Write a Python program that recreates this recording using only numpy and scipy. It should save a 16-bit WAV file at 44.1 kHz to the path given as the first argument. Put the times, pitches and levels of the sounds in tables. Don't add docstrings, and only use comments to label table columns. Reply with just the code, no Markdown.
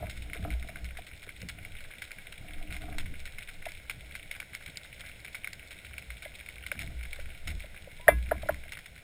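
import sys
import numpy as np
from scipy import signal
from scipy.fft import rfft, irfft, next_fast_len
from scipy.io import wavfile
from scipy.ndimage import uniform_filter1d

SR = 44100
rng = np.random.default_rng(int(sys.argv[2]) if len(sys.argv) > 2 else 0)


def wav_record(signal):
    frames = np.transpose(np.atleast_2d(signal))
    bounded = np.clip(frames, -1, 1)
    quanta = np.round(bounded * 32767).astype(np.int16)
    wavfile.write(sys.argv[1], SR, quanta)


N = 398217

TREBLE_HZ = (2900, 5600)

# frequency in Hz, relative level in dB per Hz.
HOUSING_SPECTRUM = [(210, -52.5), (350, -8.5), (596, -3.5), (1200, -20.5), (1460, -5), (1770, -10),
                    (1970, -3.5), (2210, 2), (2550, -8), (2800, -7.5), (3040, -10.5), (3720, -8.5),
                    (4830, -23), (5240, -13.5), (5900, -31.5), (7670, -25), (13000, -120)]
# start in seconds, click level in dB, ring in Hz, then low ring, treble tick and
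# scattered tail, all three in dB relative to the click.
NEAR_SNAPS = [(0.0952, -39, 2300, -15, -4, -0.5), (0.1655, -39.5, 2100, -14, -13, -6),
              (0.3326, -27, 2120, -25, -24, -12.5), (0.5038, -30, 2200, -23, -14, -16),
              (0.626, -38, 1990, -13, -23, -14), (0.6868, -38, 2150, -11, -16, -8),
              (0.7572, -34.5, 2200, -2.5, -17, -12), (0.844, -42, 2250, -22, -1, -2),
              (0.9702, -33, 2050, -12, -16, -10.5), (1.0685, -45, 2200, -25, 3, 0),
              (1.2276, -41.5, 2300, -10, -12, -3.5), (1.291, -31, 2100, -12, -24, -21),
              (1.4157, -41, 2240, -14, 4, -9), (1.487, -33.5, 2230, -25, 1, -6),
              (1.6492, -33, 2260, -26, -23, -15), (1.8053, -37.5, 2220, -11, -6, -13),
              (1.9535, -41, 2230, -17, -19, -14), (2.0184, -40, 2150, -24, -15, 1),
              (2.1166, -42, 2200, -18, 3, -7), (2.3236, -41, 2200, -6, -2, -6),
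              (2.7053, -35.5, 2160, -16, -10, -8), (2.7247, -36, 2110, -12, -20, -6),
              (2.7432, -34.5, 2240, -9, -21, -11), (2.7651, -38, 2050, -15, -14, -11),
              (2.8185, -45, 2120, -16, -17, -2.5), (2.9831, -28.5, 2230, -15, -10, -6.5),
              (3.0574, -35.5, 2160, -16, -18, -11), (3.2006, -43, 2170, -10, 6, -9),
              (3.2544, -43, 2130, -12, -13, 4), (3.3837, -30.5, 2170, -14, -21, -15),
              (3.4895, -36, 2110, -17, -14, -9), (3.6541, -33, 2450, -20, -18, -9),
              (3.6865, -35.5, 2100, -22, -19, -9.5), (3.7184, -35.5, 2220, -22, -3, -10.5),
              (3.897, -32.5, 2220, -12, -9, -3), (4.152, -28, 2150, -10, -11, -11.5),
              (4.3116, -27.5, 2240, -26, -29, -13.5), (4.4004, -29.5, 2270, -11, -5, -13),
              (4.4268, -36.5, 2080, -7, -26, -21), (4.5491, -28.5, 2180, -15, -3.5, -13),
              (4.6229, -45, 2260, -14, -12, -5), (4.6614, -47.5, 2400, -16, -7, -2),
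              (4.7711, -35.5, 2300, -24, 11.5, -14.5), (4.8554, -42.5, 2100, -19, -17, -10),
              (4.995, -42.5, 2160, -20, -3, -1), (5.0614, -39, 2190, -18, -7, -10.5),
              (5.202, -47, 2260, -12, 2, -13), (5.247, -33, 2180, -11, -22, -11),
              (5.2808, -38.5, 2250, -15, -14, -14), (5.3457, -29, 2180, -10, -24, -10),
              (5.444, -23, 2270, -18, -25, -20.5), (5.473, -27, 2120, -8.5, -24, -20),
              (5.5313, -33.5, 2100, -21, 1, -14), (5.7079, -38.5, 2260, -13, -2, -1),
              (5.9803, -27.5, 2400, -20, -20, -16), (6.0232, -36.5, 2400, -25, -20, -19),
              (6.103, -28.5, 2160, -13, -23, -17), (6.2223, -35.5, 2290, -18, -17, -6.5),
              (6.3859, -42, 2370, -16, -11, -8), (6.4617, -38, 2320, -15, -14, -10),
              (6.4877, -30, 2230, -26, -22, -15.5), (6.5819, -37, 2300, -28, -23, -28),
              (6.6638, -31.5, 2170, -9, -24, -10.5), (6.7156, -21, 2270, -6, -21, -19.5),
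              (6.791, -26, 2350, -27, -15, -15.5), (6.8004, -46, 2190, -14, -10, -2),
              (6.8129, -32, 2080, -15, -16, -5.5), (6.8748, -35, 2220, -25, -23, -27),
              (7.0289, -39.5, 2270, -17, -20, -7), (7.0519, -34.5, 2220, -17, -20, -15),
              (7.1302, -29.5, 2280, -25, -9, -15), (7.1975, -38.5, 2020, -6, -17, -6),
              (7.4734, -29.5, 2260, -22, -22, -7.5), (7.5024, -35.5, 2100, -18, -14, -4.5),
              (7.6036, -34, 2300, -19, -10, -13.5), (8.5435, -38, 2080, -20, -8, -13),
              (8.7206, -38, 2220, -14, 2, -4.5), (8.771, -32.5, 1940, -9, -19, -16),
              (8.7889, -34, 2000, -24, -23, -12), (8.8583, -35, 2220, -19, -18, -15),
              (8.978, -41, 2160, -20, -16, -10)]


def near_snaps(tail_t60=0.11, rise=.0007, low_hz=1520, treble_t60=0.007):
    click_ms, bounce_ms, bounce_db = .6, 2.427, -11.5
    tails, rings = np.zeros(N), np.zeros(N)
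    t = np.arange(4096) / SR
    noises = rng.standard_normal((len(NEAR_SNAPS), len(t)))
    for (s, db, hz, low_db, treble_db, tail_db), noise in zip(NEAR_SNAPS, noises):
        tick = evened(band(band(noise, *TREBLE_HZ), *TREBLE_HZ)) * np.minimum(t / rise, 1)
        tick = gain_of(treble_db - 60 * t / treble_t60) * tick
        low_ring = gain_of(low_db) * ping(low_hz, 2.04 * rise, t)
        click = ping(hz, rise, t) + low_ring + tick
        add(rings, s + click_ms / 1000, gain_of(db) * click)
        add(rings, s + bounce_ms / 1000, gain_of(db + bounce_db) * click)
        lumps = gain_of(4.4 * evened(uniform_filter1d(noise[::-1], 130)))
        add(tails, s, gain_of(db + tail_db - 60 * t / tail_t60) * noise * lumps)
    return coloured(band(tails, 1150, 7000), HOUSING_SPECTRUM) + rings


# frequency in Hz, level in dB before hardness tilts it, 60 dB decay time in seconds.
BARREL_MODES = [(304, -5, .17), (581, -12, .14), (716, -12, .07), (991, -6, .1), (1066, -20, .22),
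                (1351, -14, .12), (1488, -16, .15), (1669, -11, .26), (2049, 0, .13), (2322, -6, .13),
                (2695, -20, .2), (3327, -22, .13), (3569, -20, .13)]
# time in seconds, thump level in dB, thump pitch in Hz, crack level in dB relative to
# the thump, hardness in dB per octave (the tilt of the modes above 1 kHz).
BARREL_KNOCKS = [(.026, -32.5, 650, -32, -4), (.039, -34, 664, -19, -1), (.081, -45, 640, -15, -7),
                 (0.357, -43, 454, 0, -12), (.431, -50, 670, 0, -5), (.454, -35.5, 634, -10.5, -13),
                 (.548, -47.5, 680, -8, -5), (.694, -45, 653, -9, 1), (0.988, -39, 703, -8, -8),
                 (1.272, -45.5, 444, -2, -10), (1.43, -45.5, 500, -15, -6), (3.665, -31.5, 665, -16, 2),
                 (6.258, -37.5, 610, -11, 6), (6.7197, -38, 579, -11, -4), (7.19, -42, 566, -10, 3),
                 (7.642, -43.5, 590, -6, 4), (7.874, -41.5, 550, -28.5, -5), (7.997, -47.5, 606, -14, -4),
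                 (8.086, -6.5, 632, -3, 2), (8.317, -17, 641, -5.5, -11), (8.433, -33, 627, -14, -18),
                 (8.459, -40, 598, -20, 0), (8.493, -17.5, 624, -4, -11.5), (8.658, -49.5, 660, -19, -14)]


def knocks(rise=0.0014):
    lead_s, thump_after_s = .005, .0037
    crack_hz, crack_hz_per_db, ring_db = 1772, 27, -15.5
    out, t = np.zeros(N), np.arange(SR // 4) / SR
    hz, db, t60 = np.transpose(BARREL_MODES)[:, :, None]
    late = np.maximum(t - 0.0954 / np.sqrt(hz), 0)
    attack = 1 - np.exp(-late * hz / 3)
    modes = gain_of(db - 60 * late / t60) * np.sin(2 * np.pi * hz * late) * attack
    noises = rng.standard_normal((len(BARREL_KNOCKS), len(t)))
    for (s, peak_db, thump_hz, crack_db, hard_db), noise in zip(BARREL_KNOCKS, noises):
        grit = gain_of(-14 - 60 * t / 0.083) * evened(band(noise, 900, 1900))
        treble = evened(band(noise[::-1], *TREBLE_HZ))
        grit = grit + gain_of(2 * hard_db - 52 - 60 * t / 0.017) * treble
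        crack = ping(crack_hz + crack_hz_per_db * hard_db, rise, t)
        crack = crack + .5 * ping(1665, 1.9 * rise, t) + .4 * ping(1836, 1.4 * rise, t) + grit
        tilt = gain_of(hard_db * np.maximum(np.log2(hz / 1000), 0))
        ring = (tilt * modes).sum(0)
        add(out, s - lead_s, gain_of(peak_db) * (gain_of(crack_db) * crack + gain_of(ring_db) * ring))
        add(out, s - lead_s + thump_after_s, gain_of(peak_db) * thump(thump_hz))
        rattle = evened(band(noise, 420, 530))
        add(out, s, gain_of(peak_db - 12.5 - 60 * t / 0.043) * rattle)
    return out


def thump(hz, length=.012, skew=.65, edge=1.3):
    t = np.arange(0, length, 1 / SR)
    turns = hz * (t - length / 3)
    pair = np.sin(2 * np.pi * turns) + 0.17 * np.sin(2 * np.pi * 1.35 * turns)
    return np.sin(np.pi * (t / length) ** skew) ** edge * pair


# crest in seconds (a swell cut by the start of the scene crests later), pitch in Hz,
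# rms level at the crest in dB.
BARREL_JOLTS = [(.03, 59, -41), (0.201, 58, -39.5), (.37, 56, -43), (.55, 58.8, -31), (0.849, 59.9, -36),
                (1.56, 58.3, -61), (2.772, 61, -44), (3.018, 63.6, -46), (3.22, 64, -48), (4.02, 58, -52),
                (5.612, 59, -54), (5.93, 67.5, -47), (6.111, 56.5, -44), (6.3, 55, -54), (6.45, 54.3, -51),
                (6.62, 62.4, -45.5), (6.99, 59.4, -36), (7.22, 60.3, -43.5), (7.35, 63.3, -50),
                (7.502, 72.2, -36.5), (7.56, 41.6, -38), (8.169, 59.4, -26), (8.369, 61.1, -37.5),
                (8.549, 63.6, -43.5)]


def sway():
    rise_s, t60 = 0.0678, 0.5
    out, t = np.zeros(N), np.arange(SR // 2) / SR
    swell = np.sin(np.pi / 2 * np.minimum(t / rise_s, 1)) ** 2
    shape = swell * gain_of(-60 * np.maximum(t - rise_s, 0) / t60)
    for s, hz, db in BARREL_JOLTS:
        add(out, s - rise_s, np.sqrt(2) * gain_of(db) * shape * np.sin(2 * np.pi * hz * t))
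    idle = shaken(rng.standard_normal(N), [(59, 21, -2.5)])
    return out + flow_gain() * idle


# time in seconds, pitch in Hz, rms level in dB.
LINGERING_GLIDE = [(7.995, 943, -58), (8.078, 1043, -64.5)]


def lingering_tone():
    return tone(LINGERING_GLIDE)


# frequency in Hz, width in Hz, relative level in dB.
RUBBED_MODES = [(303, 14.5, 1.5), (429, 31, -10), (683, 97, 3), (1370, 350, -6.5)]
# start in seconds, length in seconds, stroke strength in dB before firmness scales it.
RUB_STROKES = [(0, 0.096, -54), (0.196, 0.71, -59.5), (0.423, 0.095, -51), (1.506, 0.24, -65),
               (2.403, 0.55, -59.5), (2.802, 0.23, -55), (6.75, 0.19, -61.5), (7.46, 0.11, -60.5),
               (8.069, 0.079, -48.5), (8.296, .1, -58), (8.457, 0.079, -60)]


def rubbing(slips_per_s=90, drag_db=-70.5, firm_db=-54, firm_slope=0.36):
    friction, slips = rng.standard_normal((2, N))
    slips = evened(slips * (rng.random(N) < slips_per_s / SR))
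    rub_db = strokes(RUB_STROKES, drag_db)
    firm = gain_of(firm_slope * (rub_db - firm_db))
    return gain_of(rub_db) * firm * shaken(0.58 * friction + slips, RUBBED_MODES)


# frequency in Hz, relative level in dB per Hz.
FLOW_SPECTRUM = [(20, -17.5), (70, 1.5), (140, -5.5), (260, -14.5), (500, -30), (1000, -53)]
# frequency in Hz, width in Hz, level in dB relative to the rumble.
FLOW_SHAKEN_MODES = [(98.2, 30, -8), (176.9, 15, -13)]
# start in seconds, length in seconds, crest level in dB.
WATER_SURGES = [(0, 0.099, -42), (.05, 0.9, -49), (.38, 0.19, -42.5), (1.3, 0.58, -53.5),
                (1.41, 0.069, -46), (2.38, 0.39, -53), (2.68, 0.095, -48), (2.8, 0.26, -44.5),
                (3.9, 0.27, -55.5), (3.0, .2, -46.5), (4.66, .05, -48), (4.95, 0.23, -59),
                (5.86, 0.12, -54.5), (6.74, 0.24, -45), (7.2, .2, -55), (7.45, 0.15, -44.5),
                (7.65, 0.29, -61), (8.07, 0.12, -39.5), (8.2, 0.42, -48)]


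def turbulence(lumpy_db=2.2):
    rumble, shake, gusts = rng.standard_normal((3, N))
    eddies = gain_of(lumpy_db * evened(band(gusts, 3, 14)))
    flow = evened(coloured(rumble * eddies, FLOW_SPECTRUM, size=32768))
    flow = flow + shaken(shake * eddies, FLOW_SHAKEN_MODES)
    return flow_gain() * flow


def flow_gain(calm_db=-58.5):
    return gain_of(strokes(WATER_SURGES, calm_db))


# time in seconds, level in dB.
PRESSURE_LEVELS = [(0, -44), (.2, -43), (.98, -48.5), (1.6, -56), (1.76, -39.5), (2.0, -54.5), (2.36, -48),
                   (2.5, -38), (3.14, -36.5), (3.42, -43), (3.9, -53), (5.4, -59), (6.0, -60), (6.75, -58),
                   (6.9, -42), (7.55, -44.5), (7.8, -52.5), (8.52, -45), (9.03, -61.5)]


def pressure():
    push = band(band(rng.standard_normal(N), 7, 24), 7, 24)
    return gain_of(curve(PRESSURE_LEVELS, 1)) * evened(push)


# time in seconds, level in dB of the hiss and crackle together.
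FAR_LEVELS = [(0.0, -50.5), (1.28, -54), (2.11, -51), (2.59, -52.5), (2.81, -52), (7.57, -51.5),
              (7.82, -52.5), (8.57, -51), (9.03, -55)]


def far_snaps(per_s=220, spread_db=9.0, hiss_db=-4.5, crackle_db=-10.0, count=8):
    head_t60, tail_t60, tail_db, path_span = .008, .09, -11, 1.45
    busy = gain_of(6 * evened(band(rng.standard_normal(N), 4.4, 20)))
    sizes = gain_of(spread_db * np.minimum(rng.exponential(1, N), 3))
    snaps = sizes * (rng.random(N) < busy * per_s / SR)
    path, t = rng.integers(0, count, N), np.arange(4096) / SR
    decay = gain_of(-60 * t / head_t60) + gain_of(tail_db - 60 * t / tail_t60)
    smears = rng.standard_normal((count, len(t))) * decay
    crackle = np.zeros(N)
    for k, hz in enumerate(np.geomspace(1400, 4500, count)):
        smear = evened(band(smears[k], hz / path_span, hz * path_span))
        crackle += signal.oaconvolve(snaps * (path == k), smear)[:N]
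    drive = gain_of(hiss_db) * rng.standard_normal(N) + gain_of(crackle_db) * evened(crackle)
    return gain_of(curve(FAR_LEVELS, 1)) * coloured(drive, HOUSING_SPECTRUM)


def gain_of(db):
    return 10 ** (np.asarray(db) / 20)


def evened(x):
    return x / np.sqrt(np.mean(x ** 2) + 1e-20)


def curve(rows, column):
    rows = np.array(rows)
    return np.interp(np.arange(N) / SR, rows[:, 0], rows[:, column])


def add(mix, s, sound):
    part = mix[max(round(s * SR), 0):][:len(sound)]
    part += sound[:len(part)]


def coloured(x, points, size=8192):
    hz, db = np.transpose(points)
    at = abs(np.fft.fftfreq(size, 1 / SR))
    level_db = np.interp(np.log(at + 1), np.log(hz + 1), db)
    log_gain = np.log(gain_of(np.maximum(level_db, -70)))
    taps = np.fft.ifft(np.exp(np.conj(signal.hilbert(log_gain)))).real[:size // 2]
    return signal.oaconvolve(x, taps / np.linalg.norm(taps))[:len(x)]


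def band(x, low_hz, high_hz):
    return signal.sosfilt(signal.butter(2, [low_hz, high_hz], "band", fs=SR, output="sos"), x)


def ping(hz, rise, t):
    return t / rise * np.exp(1 - t / rise) * np.sin(2 * np.pi * hz * t)


def tone(rows):
    t = np.arange(N) / SR
    sounding = uniform_filter1d(1. * (t >= rows[0][0]) * (t <= rows[-1][0]), size=300)
    sine = np.sin(2 * np.pi * np.cumsum(curve(rows, 1)) / SR)
    return np.sqrt(2) * sounding * gain_of(curve(rows, 2)) * sine


def shaken(x, modes):
    return sum(gain_of(db) * evened(band(x, hz - width / 2, hz + width / 2)) for hz, width, db in modes)


def strokes(rows, rest_db, skew=0.72):
    power = np.full(N, gain_of(2 * rest_db))
    for start, length, db in rows:
        progress = np.arange(0, length, 1 / SR) / length
        add(power, start, gain_of(2 * db) * np.sin(np.pi * progress ** skew))
    return 10 * np.log10(power)


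def scene():
    barrel = knocks() + sway() + lingering_tone() + rubbing()
    water = turbulence() + pressure()
    return (near_snaps() + barrel + water + far_snaps())[None]


def record(dry):
    hold_hz, guard_hz, roll_hz, edge_hz = 12000, 450, 15300, 16500
    size = next_fast_len(N)
    hz = np.fft.rfftfreq(size, 1 / SR)
    guard = np.clip((hold_hz / 2 - hz) / guard_hz, 0, 1)
    kept = irfft(rfft(dry, size) * guard / np.sinc(np.minimum(hz / hold_hz, .5)), size)
    sampled = kept * (1 + 2 * np.cos(2 * np.pi * hold_hz * np.arange(size) / SR))
    roll = gain_of(-.022 * np.maximum(hz - roll_hz, 0) - 8 * (hz > roll_hz))
    held = irfft(rfft(sampled) * np.sinc(hz / hold_hz) * roll, size)[:, :N]
    held = held + gain_of(-72) * rng.standard_normal(N)
    low_pass = signal.firwin(511, edge_hz, window=("kaiser", 9), fs=SR)
    return signal.oaconvolve(held, low_pass[None], "same")


dry = scene()
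out = record(dry)
wav_record(out)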